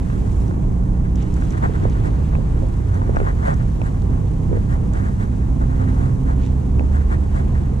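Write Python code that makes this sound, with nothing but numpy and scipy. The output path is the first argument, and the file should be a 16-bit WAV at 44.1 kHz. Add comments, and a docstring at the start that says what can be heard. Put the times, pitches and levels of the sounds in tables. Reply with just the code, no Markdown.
"""A low rumble of road traffic comes across a still lake while, close by, a fishing reel whirrs and ticks.
A jacket sleeve swishes, the tackle knocks softly and three engines drone out of the far tyre roar.
Rubbing sounds are coloured noise that swells and flutters, knocks are short dying tones, and snaps and
ticks are clicks that ring a few pitches. Engines are stacks of sine waves. A body-worn stereo camera
hears it all: it presses down loud bass, adds a faint whine and cuts the very top."""
import sys
import numpy as np
from scipy import signal
from scipy.fft import rfft, irfft
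from scipy.io import wavfile
from scipy.ndimage import uniform_filter1d

SR = 44100
rng = np.random.default_rng(int(sys.argv[2]) if len(sys.argv) > 2 else 0)


def unload_audio(sound):
    """Save the sound as a 16-bit wav file, at the path given as the first command line argument."""
    columns = np.transpose(np.atleast_2d(sound))
    # keep every value between -1 and 1, then stretch to whole-number steps
    steps = np.round(np.clip(columns, -1, 1) * 32767)
    wavfile.write(sys.argv[1], SR, steps.astype(np.int16))


N = 343980
TIME = np.arange(N) / SR
FREQS = np.maximum(np.fft.rfftfreq(N, 1 / SR), 1)


def from_db(db):
    """Turn decibels into a plain multiplier."""
    return 10 ** (np.asarray(db) / 20)


def rms_one(x):
    """Scale a signal to an average power of one."""
    return x / np.sqrt(np.mean(x ** 2) + 1e-20)


def in_time(rows):
    """Draw straight lines between the rows of a time table, giving each column at every sample."""
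    s, *columns = np.transpose(rows)
    return [np.interp(TIME, s, c) for c in columns]


def in_frequency(rows):
    """Draw lines between the rows of a pitch table, giving each column at every frequency."""
    hz, *columns = np.transpose(rows)
    return [np.interp(np.log(FREQS), np.log(hz), c) for c in columns]


def drift(rate_hz):
    """Random wandering with a spread of 1 and about this many turns a second."""
    white = rfft(rng.standard_normal(N))
    return rms_one(irfft(white / (1 + (FREQS / rate_hz) ** 2), N))


def noise(spectrum):
    """Two unrelated noises of one colour and unit power, falling away steeply outside its range."""
    low_skirt = 1 / (1 + (spectrum[0][0] / FREQS) ** 4)
    high_skirt = 1 / (1 + (FREQS / spectrum[-1][0]) ** 8)
    colour = from_db(in_frequency(spectrum)[0]) * low_skirt * high_skirt
    white = rfft(rng.standard_normal((2, N)))
    return rms_one(irfft(white * colour, N))


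def swells(strokes):
    """Add up the power of bell-shaped strokes, each at half its height at the ends of its length."""
    coarse = TIME[::SR // 1000]  # about a thousand points a second are enough
    power = 0
    for s, length, db in strokes:
        from_middle = 2 * (coarse - s) / length
        power = power + from_db(db) ** 2 * .5 ** (2 * from_middle ** 2)
    return np.interp(TIME, coarse, np.sqrt(power))


def stereo(pair, image):
    """Place a sound: row one is shared by both sides, row two is diffuse; the centre keeps its level."""
    balance_db, lead, alike = in_frequency(image)
    alike = np.clip(alike, 0, .995)
    shared, diffuse = rfft(pair) * np.sqrt([(1 + alike) / 2, (1 - alike) / 2])
    left = from_db(balance_db / 2) * np.exp(.5j * lead)
    centre = np.sqrt(abs(left) ** 2 + abs(left) ** -2 + 2 * alike * np.cos(lead)) / 2
    sides = np.array([(shared + diffuse) * left, (shared - diffuse) / left])
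    return irfft(sides / centre, N)


def struck(events, modes, contact_s, soft_hz, focus_db, gritty):
    """Each contact, a click plus a gritty burst, rings modes that weaken by focus_db per octave off its pitch."""
    burst = np.exp(-TIME[:SR // 50] / contact_s)
    grains = rng.standard_normal((len(events), 2, len(burst)))
    contacts = gritty * grains * burst / np.linalg.norm(burst)
    contacts[:, 0, 0] += np.sqrt(1 - gritty ** 2)
    ringing = 0
    for k, (hz, mode_db, t60) in enumerate(modes):
        force = np.full((2, N), 1e-18)
        for (s, strength_db, favoured_hz), contact in zip(events, contacts):
            start = round(s * SR)
            db = strength_db - focus_db * abs(np.log2(hz / favoured_hz))
            force[:, start:start + len(burst)] += from_db(db) * contact
        decay = from_db(-60 / (t60 * SR))
        w = 2 * np.pi * hz / SR
        top = [0, from_db(mode_db) * np.sin(w)]
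        bottom = [1, -2 * decay * np.cos(w), decay * decay]
        ringing = ringing + (-1) ** k * signal.lfilter(top, bottom, force)  # modes alternate in sign
    return signal.sosfilt(signal.butter(2, soft_hz, fs=SR, output="sos"), ringing)


# how hard the reel is cranked, before trims: start_s, treble_db, upper_middle_db
CRANKING = [(0.0, -57, -59.5), (0.47, -56, -60.5), (0.54, -60.5, -63), (0.85, -60.5, -66), (1.14, -61, -64),
            (1.18, -60, -58), (1.3, -58, -60), (1.42, -55.5, -57), (1.85, -57.5, -56), (2.2, -58.5, -58),
            (2.71, -58.5, -60.5), (3.71, -58, -60), (4.04, -59, -62), (5.56, -59, -62),
            (5.95, -57.5, -59.5), (6.12, -59, -62.5), (7.8, -59.5, -60)]
# colour of the gears' whirr: pitch_hz, relative level_db (per Hz)
WHIRR_COLOUR = [(2000, -31.5), (4000, -8), (5000, -8), (6200, -3), (7600, -4), (9500, -8.5), (11500, -14),
                (13000, -13.5), (14500, -36)]
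# colour of the rotor's rasp: pitch_hz, relative level_db (per Hz)
RASP_COLOUR = [(500, -11), (1200, 5.5), (1900, 2), (2800, -0.5), (3800, -4.5), (5000, -11.5), (8000, -34)]
# where the gears and the line sit: pitch_hz, left_minus_right_db, left_lead_radians, alike_0_to_1
AHEAD_IMAGE = [(1000, 0, 1.7, 0.57), (1980, 0.87, 1.86, 0.33), (3600, -.5, 0.67, 1), (5000, 0, 0.53, 0.2),
               (8000, 0, 0.54, 0.083)]
WHIRR_TRIM_DB, RASP_TRIM_DB = -1.5, 4.5


def gears(grit_per_s=45, grit_db=27.0):
    """Fine rubbing in the reel flutters as the teeth mesh, with tiny clicks where they catch."""
    treble_db, middle_db = in_time(CRANKING)
    teeth = from_db(0.9 * drift(63))
    whirr = noise(WHIRR_COLOUR) * from_db(treble_db + WHIRR_TRIM_DB)
    rasp = noise(RASP_COLOUR) * from_db(middle_db + RASP_TRIM_DB)
    catches = rng.random(N) < grit_per_s / SR
    clicks = catches * rng.standard_normal((2, N)) * from_db(middle_db + grit_db)
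    click_band = signal.butter(2, [1500, 4500], "band", fs=SR, output="sos")
    grit = signal.sosfilt(click_band, clicks + 1e-18)
    return stereo(teeth * (whirr + rasp) + grit, AHEAD_IMAGE)


# the loose parts at full effort: chances per second, middle level and its random spread
RATTLES_PER_S, RATTLE_DB, RATTLE_SPREAD_DB = 65, -45.5, 5


def rattles(low_hz=2200, high_hz=8500):
    """Loose parts touch by chance, more often and louder with harder cranking; lists them like the ticks."""
    middle_db = in_time(CRANKING)[1]
    effort_db = middle_db - middle_db.max()
    chance = RATTLES_PER_S * from_db(2 * effort_db) ** 2 / SR
    happens = rng.random(N) < chance
    db = RATTLE_DB + effort_db + RATTLE_SPREAD_DB * rng.standard_normal(N)
    hz = low_hz * (high_hz / low_hz) ** rng.random(N)
    moments = np.flatnonzero(happens[:-SR // 20])  # none in the last twentieth of a second
    return [(TIME[i], db[i], hz[i]) for i in moments]


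# metal ticks of the reel: start_s, strength_db, favoured pitch_hz
METAL_TICKS = [(.48, -34, 5400), (1.1564, -27, 5800), (1.159, -30, 5700), (1.192, -41, 8000),
               (1.222, -34, 3900), (1.225, -32, 7300), (1.229, -34, 6200), (1.3405, -24, 6500),
               (1.412, -34, 7800), (1.4175, -35, 4000), (1.453, -32, 4500), (1.506, -28, 6500),
               (1.523, -30, 8500), (1.526, -33, 3600), (1.5753, -37, 7500), (1.582, -33, 6900),
               (1.6251, -34, 2700), (1.838, -35, 6000), (1.898, -29, 6500), (1.927, -26, 2400),
               (2.6857, -32, 8500), (2.9435, -32, 6900), (3.161, -30, 5200), (3.5393, -32, 6200),
               (3.543, -30, 8000), (3.8161, -33, 5500), (4.02, -33, 4600), (4.9352, -27, 6700),
               (6.4636, -28, 3800)]
# pitches its metal rings: pitch_hz, level_db, t60_s (time to fall by 60 dB)
METAL_MODES = [(2700, -13, .003), (3560, -2.5, 0.0031), (4640, -10.5, 0.0039), (5730, -3.5, 0.003),
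               (6150, -5.5, 0.0065), (7250, -7, 0.0035), (8550, -11, 0.0039), (9700, -12, 0.0017)]


def ticks():
    """Ticks and rattles ring the small metal parts of the reel for a few thousandths of a second."""
    metal = struck(METAL_TICKS + rattles(), METAL_MODES,
                   contact_s=0.0015, soft_hz=14000, focus_db=13.5, gritty=0.76)
    # image columns: pitch_hz, left_minus_right_db, left_lead_radians, alike_0_to_1
    return stereo(metal, [(3000, 1, 0.021, 0.91), (7000, 3.4, 0.35, 0.28)])


# the line drags over its roller: middle_s, length_s, level_db
LINE_DRAGS = [(1.178, .025, -58), (1.22, .03, -52), (1.52, 0.024, -53), (6.45, 0.09, -53)]
# colour of that scrape: pitch_hz, relative level_db (per Hz)
SCRAPE_COLOUR = [(1800, 5), (2700, 1.5), (3700, -2.5), (5000, -12), (7000, -7), (10000, -31)]


def line(rough_db=5.0):
    """The line scrapes in brief drags, made rough by a fast random flutter."""
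    roughness = from_db(rough_db * drift(200))
    return stereo(noise(SCRAPE_COLOUR) * swells(LINE_DRAGS) * roughness, AHEAD_IMAGE)


# sleeve strokes: middle_s, length_s, level_db, extra_lows_db, extra_hiss_db
SLEEVE_STROKES = [(1.369, 0.016, -47.5, -3, 6), (1.541, 0.027, -45, -6, -4), (1.579, 0.014, -40.5, -3, 2),
                  (1.648, 0.043, -38.5, 8.5, -1.5), (1.756, 0.021, -44, -6, -2), (1.846, 0.05, -47, 5, 1),
                  (2.064, 0.04, -43.5, 4.5, 6), (2.33, 0.028, -49.5, 2, -6), (2.954, 0.046, -48, 9, 5),
                  (3.04, 0.12, -54, 5, -3), (3.161, .05, -48.5, 7, 3), (3.22, 0.12, -48.5, 4, 3.5),
                  (3.281, 0.048, -41.5, 7, -5), (3.483, 0.083, -37.5, 6, 1), (3.61, 0.031, -47.5, -3, -5),
                  (3.863, 0.042, -46.5, -6.5, 7.5), (4.728, 0.069, -48.5, 3, 7),
                  (4.981, 0.08, -45.5, -0.5, 3.5), (5.07, 0.066, -48.5, 2, 3), (5.219, 0.054, -45, -2, 3),
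                  (5.422, 0.045, -53.5, -3, -2), (5.624, .028, -50.5, 14.5, 7),
                  (5.719, 0.044, -51.5, 4, -3), (5.818, 0.05, -46.5, 5.5, 0), (5.888, 0.023, -44.5, -2, 2),
                  (6.032, 0.11, -49, 6, 5), (6.302, 0.054, -47.5, 9.5, 4), (6.962, .045, -48, 5, 6.5),
                  (7.016, .04, -51, -4, -1), (7.13, 0.04, -40, 0.5, 3), (7.238, 0.037, -55.5, 4, 1),
                  (7.376, 0.068, -45, 3, 5.5), (7.57, 0.051, -50, 0, 1), (7.652, 0.086, -59, -2, -1)]
# colour of the cloth: pitch_hz, relative level_db (per Hz)
CLOTH_COLOUR = [(150, 0), (300, 2), (600, -1), (1000, -.5), (1500, 4), (1950, 1), (2400, -13),
                (3600, -13.5), (5000, -21.5), (7500, -17.5), (10000, -24), (14000, -40)]
# where sleeve and grip sit: pitch_hz, left_minus_right_db, left_lead_radians, alike_0_to_1
NEAR_IMAGE = [(250, -14, 1.2, .35), (510, -1.5, 2.95, 0.99), (1010, 2, 3.06, 0.97), (1800, 0.5, 2.38, 0.9),
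              (2330, 0.5, 2.8, 0.94), (2980, 1, 0.57, 0.47), (8000, -11.5, .4, .11)]
# between strokes the cloth stirs faintly at random
STIR_DB, STIR_SWING_DB, STIRS_PER_S = -61, 4, 9.1


def sleeve(grain_db=2.0, catch_db=0.6, weight_hz=1000, hiss_hz=4500):
    """Cloth slides and its weave catches; pressed strokes are fuller, light ones hiss, cranking stirs it."""
    effort_db = in_time(CRANKING)[1]
    stir_db = STIR_DB + effort_db - effort_db.mean() + STIR_SWING_DB * drift(STIRS_PER_S)
    stir = from_db(stir_db)
    weave = from_db(grain_db * drift(300) + catch_db * drift(45))
    cloth = noise(CLOTH_COLOUR) * weave
    low = signal.sosfiltfilt(signal.butter(2, weight_hz, fs=SR, output="sos"), cloth)
    high = signal.sosfiltfilt(signal.butter(2, hiss_hz, "high", fs=SR, output="sos"), cloth)
    middle = cloth - low - high
    s, length, db, lows_db, hiss_db = np.transpose(SLEEVE_STROKES)
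    swish = 0
    for part, level_db in [(low, db + lows_db), (middle, db), (high, db + hiss_db)]:
        strokes = swells(zip(s, length, level_db))
        swish = swish + part * np.hypot(strokes, stir)
    return stereo(swish, NEAR_IMAGE)


# dull knocks of hand and tackle: start_s, strength_db, pitch_hz, cycles until 60 dB down
DULL_KNOCKS = [(1.66, -17, 383, 6.3), (1.694, -17.5, 422, 11), (1.8534, -8, 477, 3.9),
               (2.336, -23, 600, 3.9), (2.352, -18.5, 626, 2.1), (2.366, -22, 472, 6.1),
               (2.3854, -16, 494, 5), (2.622, -21, 530, 9.8), (2.631, -19.5, 527, 15),
               (3.0936, -10.5, 450, 6), (3.149, -15, 357, 4), (3.162, -18.5, 620, 6.6),
               (3.1677, -10, 700, 4.2), (3.2014, -11.5, 500, 3.4), (3.214, -14.5, 442, 10),
               (3.229, -22.5, 430, 14), (3.8156, -14, 614, 4.7), (4.452, -23, 710, 3.3),
               (4.514, -20, 456, 12), (4.529, -13.5, 454, 9), (4.541, -25, 480, 10), (4.553, -23, 450, 10),
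               (4.5707, -15.5, 470, 8.8), (4.7555, -22, 720, 3.4), (6.7947, -18, 620, 4.4),
               (6.8091, -10, 537, 2.7)]
# where the knocks sit: pitch_hz, left_minus_right_db, left_lead_radians, alike_0_to_1
HELD_IMAGE = [(250, -15, 0.3, 1), (510, -8, 1.9, 0.51), (1000, -1, 2.46, 0.86)]
REBOUND_LOSS_DB = 15.5


def knocks(rise_share=0.075, scuff_db=-26.0, scuff_t60=0.059, soft_hz=950):
    """A damped thud and one rebound, each with a short scuff; more cycles also mean a slower rise."""
    thud, scuff = np.zeros(N), np.zeros(N)
    rebounds = []
    for s, db, hz, cycles in DULL_KNOCKS:
        gap_s = 0.023 * rng.uniform(0.76, 0.9)
        rebounds.append((s + gap_s, db - REBOUND_LOSS_DB, hz, cycles))
    for s, db, hz, cycles in DULL_KNOCKS + rebounds:
        start = round(s * SR)
        age = TIME[:min(SR // 4, N - start)]
        spent = age * hz / cycles  # share of its life used up
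        rise = 1 - np.exp(-spent / rise_share)
        tone = np.sin(2 * np.pi * hz * age)
        thud[start:start + len(age)] += 2 * rise * from_db(db - 60 * spent) * tone
        scuff[start:start + len(age)] += from_db(db - 60 * age / scuff_t60)
    soften = signal.butter(2, soft_hz, fs=SR, output="sos")
    thud, scuff = signal.sosfilt(soften, np.array([thud, scuff]) + 1e-18)
    surfaces = noise([(200, 5.0), (450, -3.0), (750, 3.0), (1500, -21.0)])  # pitch_hz, level_db
    rub = surfaces * scuff * from_db(scuff_db)
    return stereo(thud * [[1], [0]] + rub, HELD_IMAGE)


# sharp plastic snaps of the grip: start_s, strength_db, favoured pitch_hz
GRIP_SNAPS = [(.1, -27, 1900), (.51, -32, 1200), (.895, -37, 680), (1.4215, -22.5, 1100),
              (2.352, -25, 2100), (3.018, -29.5, 1000), (3.160, -28, 3600), (3.168, -18.5, 1000),
              (3.202, -24.5, 3200), (3.8165, -24.5, 2500), (6.7945, -25, 2800)]
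# pitches the grip rings: pitch_hz, level_db, t60_s (time to fall by 60 dB)
GRIP_MODES = [(650, -1, .008), (1000, 0, .007), (1550, 1, .007), (2100, -5, .004), (2600, -4, .007),
              (4100, -18, .003), (5800, -12, .003)]


def snaps():
    """Sharp contacts ring the plastic grip very briefly."""
    plastic = struck(GRIP_SNAPS, GRIP_MODES, contact_s=0.0019, soft_hz=5300, focus_db=6.0, gritty=0.62)
    return stereo(plastic, NEAR_IMAGE)


# rumble of the camera's case: pitch_hz, relative level_db (per Hz)
CASE_COLOUR = [(45, -11), (100, 16.5), (150, -2), (220, -1), (330, -2), (600, -19)]
# length of each shake, and its level against the knock
SHAKE_S, SHAKE_DB = 0.085, -13.5


def case():
    """Every knock shakes the camera, whose case rumbles separately in each microphone."""
    shakes = swells([(s, SHAKE_S, db + SHAKE_DB) for s, db, *_ in DULL_KNOCKS])
    return noise(CASE_COLOUR) * shakes * from_db(3.9 * drift(40))


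# road roar: pitch_hz, relative level_db (per Hz)
ROAD_COLOUR = [(12, -20), (20, -4.5), (32, 1.5), (58, 4), (85, -4), (110, -1), (140, -7.5), (175, -12),
               (230, -12.5), (300, -18.5), (450, -25), (570, -33), (800, -34), (1100, -38), (1400, -50.5),
               (3000, -60.5)]
# where far sounds sit: pitch_hz, left_minus_right_db, left_lead_radians, alike_0_to_1
FAR_IMAGE = [(45, -1.3, -0.14, .985), (90, -2.4, -0.13, .95), (150, -3.8, -0.03, 0.8),
             (250, -6.3, 0.1, 0.66), (427, -10.5, 1.5, 0.37), (700, -12, 2.5, 0.07), (1190, 4.5, 2.5, 0.23),
             (2240, 10.5, 3, 0.2), (3760, -3, -1, .5)]
# the roar is steady, with a slight random heave
ROAD_DB, HEAVE_DB, HEAVES_PER_S = -17.5, 0.8, 3.1


def traffic():
    """Tyre roar is deep noise, with three engines droning in it."""
    roar = noise(ROAD_COLOUR) * from_db(ROAD_DB + HEAVE_DB * drift(HEAVES_PER_S))
    soft_ends = signal.windows.tukey(N, .005)
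    drone = (lorry() + van() + car()) * soft_ends
    return stereo(roar + drone * [[1], [0]], FAR_IMAGE)


# the engines' pitch wanders a little, and their tones fade in and out
ENGINE_WANDER_HZ, FADES_PER_S = .05, 1.0


def engine(rate_hz, orders, fading_db):
    """Exhaust tones at multiples of one rate; each fades on its own on the long way over the water."""
    turn = 2 * np.pi * np.cumsum(rate_hz + ENGINE_WANDER_HZ * drift(1.73)) / SR
    drone = 0
    for multiple, db in orders:
        level = np.sqrt(2) * from_db(db + fading_db * drift(FADES_PER_S))
        drone = drone + level * np.sin(multiple * turn + 2 * np.pi * rng.random())
    return drone


# the lorry's steady tones: multiple of the firing rate, level_db against LORRY_DB
LORRY_TONES = [(1, 2), (2, 0), (3, -5.5), (4, -16.5)]
# tones that boom for a while as the revs climb: multiple, loudest_s, length_s, level_db
LORRY_BOOMS = [(2, 0.85, 0.51, -28), (3, 0.88, 1.8, -28.5), (5, 1.07, 2.1, -39.5), (4, 2.35, 0.46, -39),
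               (4, 4.2, 0.9, -41), (2, 6.24, 0.97, -23.5), (4, 5.99, 1.09, -30), (3, 5.3, 1.14, -34),
               (3, 7.28, 1.9, -32.5), (1, 5.73, 1.25, -22.5)]
# firing rate at the start, its even climb, and level
LORRY_HZ, LORRY_GAIN_HZ_PER_S, LORRY_DB = 60.14, .8, -30.5


def lorry():
    """The revs climb evenly, and single tones boom in passing."""
    power = {round(k): from_db(LORRY_DB + db) ** 2 for k, db in LORRY_TONES}
    for k, *boom in LORRY_BOOMS:
        power[round(k)] = power.get(round(k), 0) + swells([boom]) ** 2
    orders = [(k, 10 * np.log10(p + 1e-12)) for k, p in power.items()]
    return engine(LORRY_HZ + LORRY_GAIN_HZ_PER_S * TIME, orders, fading_db=0.6)


# a van revs up slowly, then lets off: start_s, crankshaft_hz, third_multiple_db, fifth_multiple_db
VAN_REVS = [(0, 29.64, -45, -33), (1.8, 30.56, -24, -32.5), (2.4, 30.92, -47, -27),
            (2.85, 30.95, -23.5, -36), (3.4, 31.35, -29, -34), (4.3, 31.95, -26, -29),
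            (5.3, 33.14, -27.5, -36), (5.7, 32.38, -23.5, -32.5), (6.15, 28.37, -22, -26),
            (6.7, 24.88, -42, -51)]


def van():
    """Two tones of one exhaust rise and fall in pitch together."""
    crank_hz, third_db, fifth_db = in_time(VAN_REVS)
    return engine(crank_hz, [(3, third_db), (5, fifth_db)], fading_db=2.0)


# a car pulls away: loudest moment, length, level and firing rate there, and how fast that climbs
CAR_S, CAR_LENGTH_S, CAR_DB, CAR_HZ, CAR_GAIN_HZ_PER_S = 6.85, 1.52, -16.5, 69.53, 8.5


def car():
    """One deep note climbs as it swells and fades."""
    firing_hz = CAR_HZ + CAR_GAIN_HZ_PER_S * (TIME - CAR_S)
    note = engine(firing_hz, [(1, 0)], fading_db=1.8)
    return note * swells([(CAR_S, CAR_LENGTH_S, CAR_DB)])


def scene():
    """The small sounds of the angler in front of the far traffic."""
    reel = gears() + ticks() + line()
    handling = sleeve() + knocks() + snaps() + case()
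    return reel + handling + traffic()


# faint electronic whine: pitch_hz, level_db
WHINE_TONES = [(6294, -78), (6324, -79), (8500, -88), (12617, -88)]
CUTOFF_HZ = 14300


def record(dry, threshold_db=-19.0, squeeze=0.32, window_s=0.017):
    """The camera turns down loud bass, adds its faint whine and cuts the top."""
    bass = signal.sosfiltfilt(signal.butter(2, 220, fs=SR, output="sos"), dry)
    bass_power = uniform_filter1d(np.mean(bass ** 2, axis=0), int(window_s * SR))
    bass_db = 10 * np.log10(bass_power + 1e-12)
    gain = from_db(-squeeze * np.maximum(bass_db - threshold_db, 0))
    whine = 0
    for hz, db in WHINE_TONES:
        whine = whine + np.sqrt(2) * from_db(db + drift(2)) * np.sin(2 * np.pi * hz * TIME)
    top_cut = signal.ellip(10, .1, 80, CUTOFF_HZ, fs=SR, output="sos")
    return signal.sosfilt(top_cut, dry + (gain - 1) * bass + whine)


dry = scene()
out = record(dry)
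unload_audio(out)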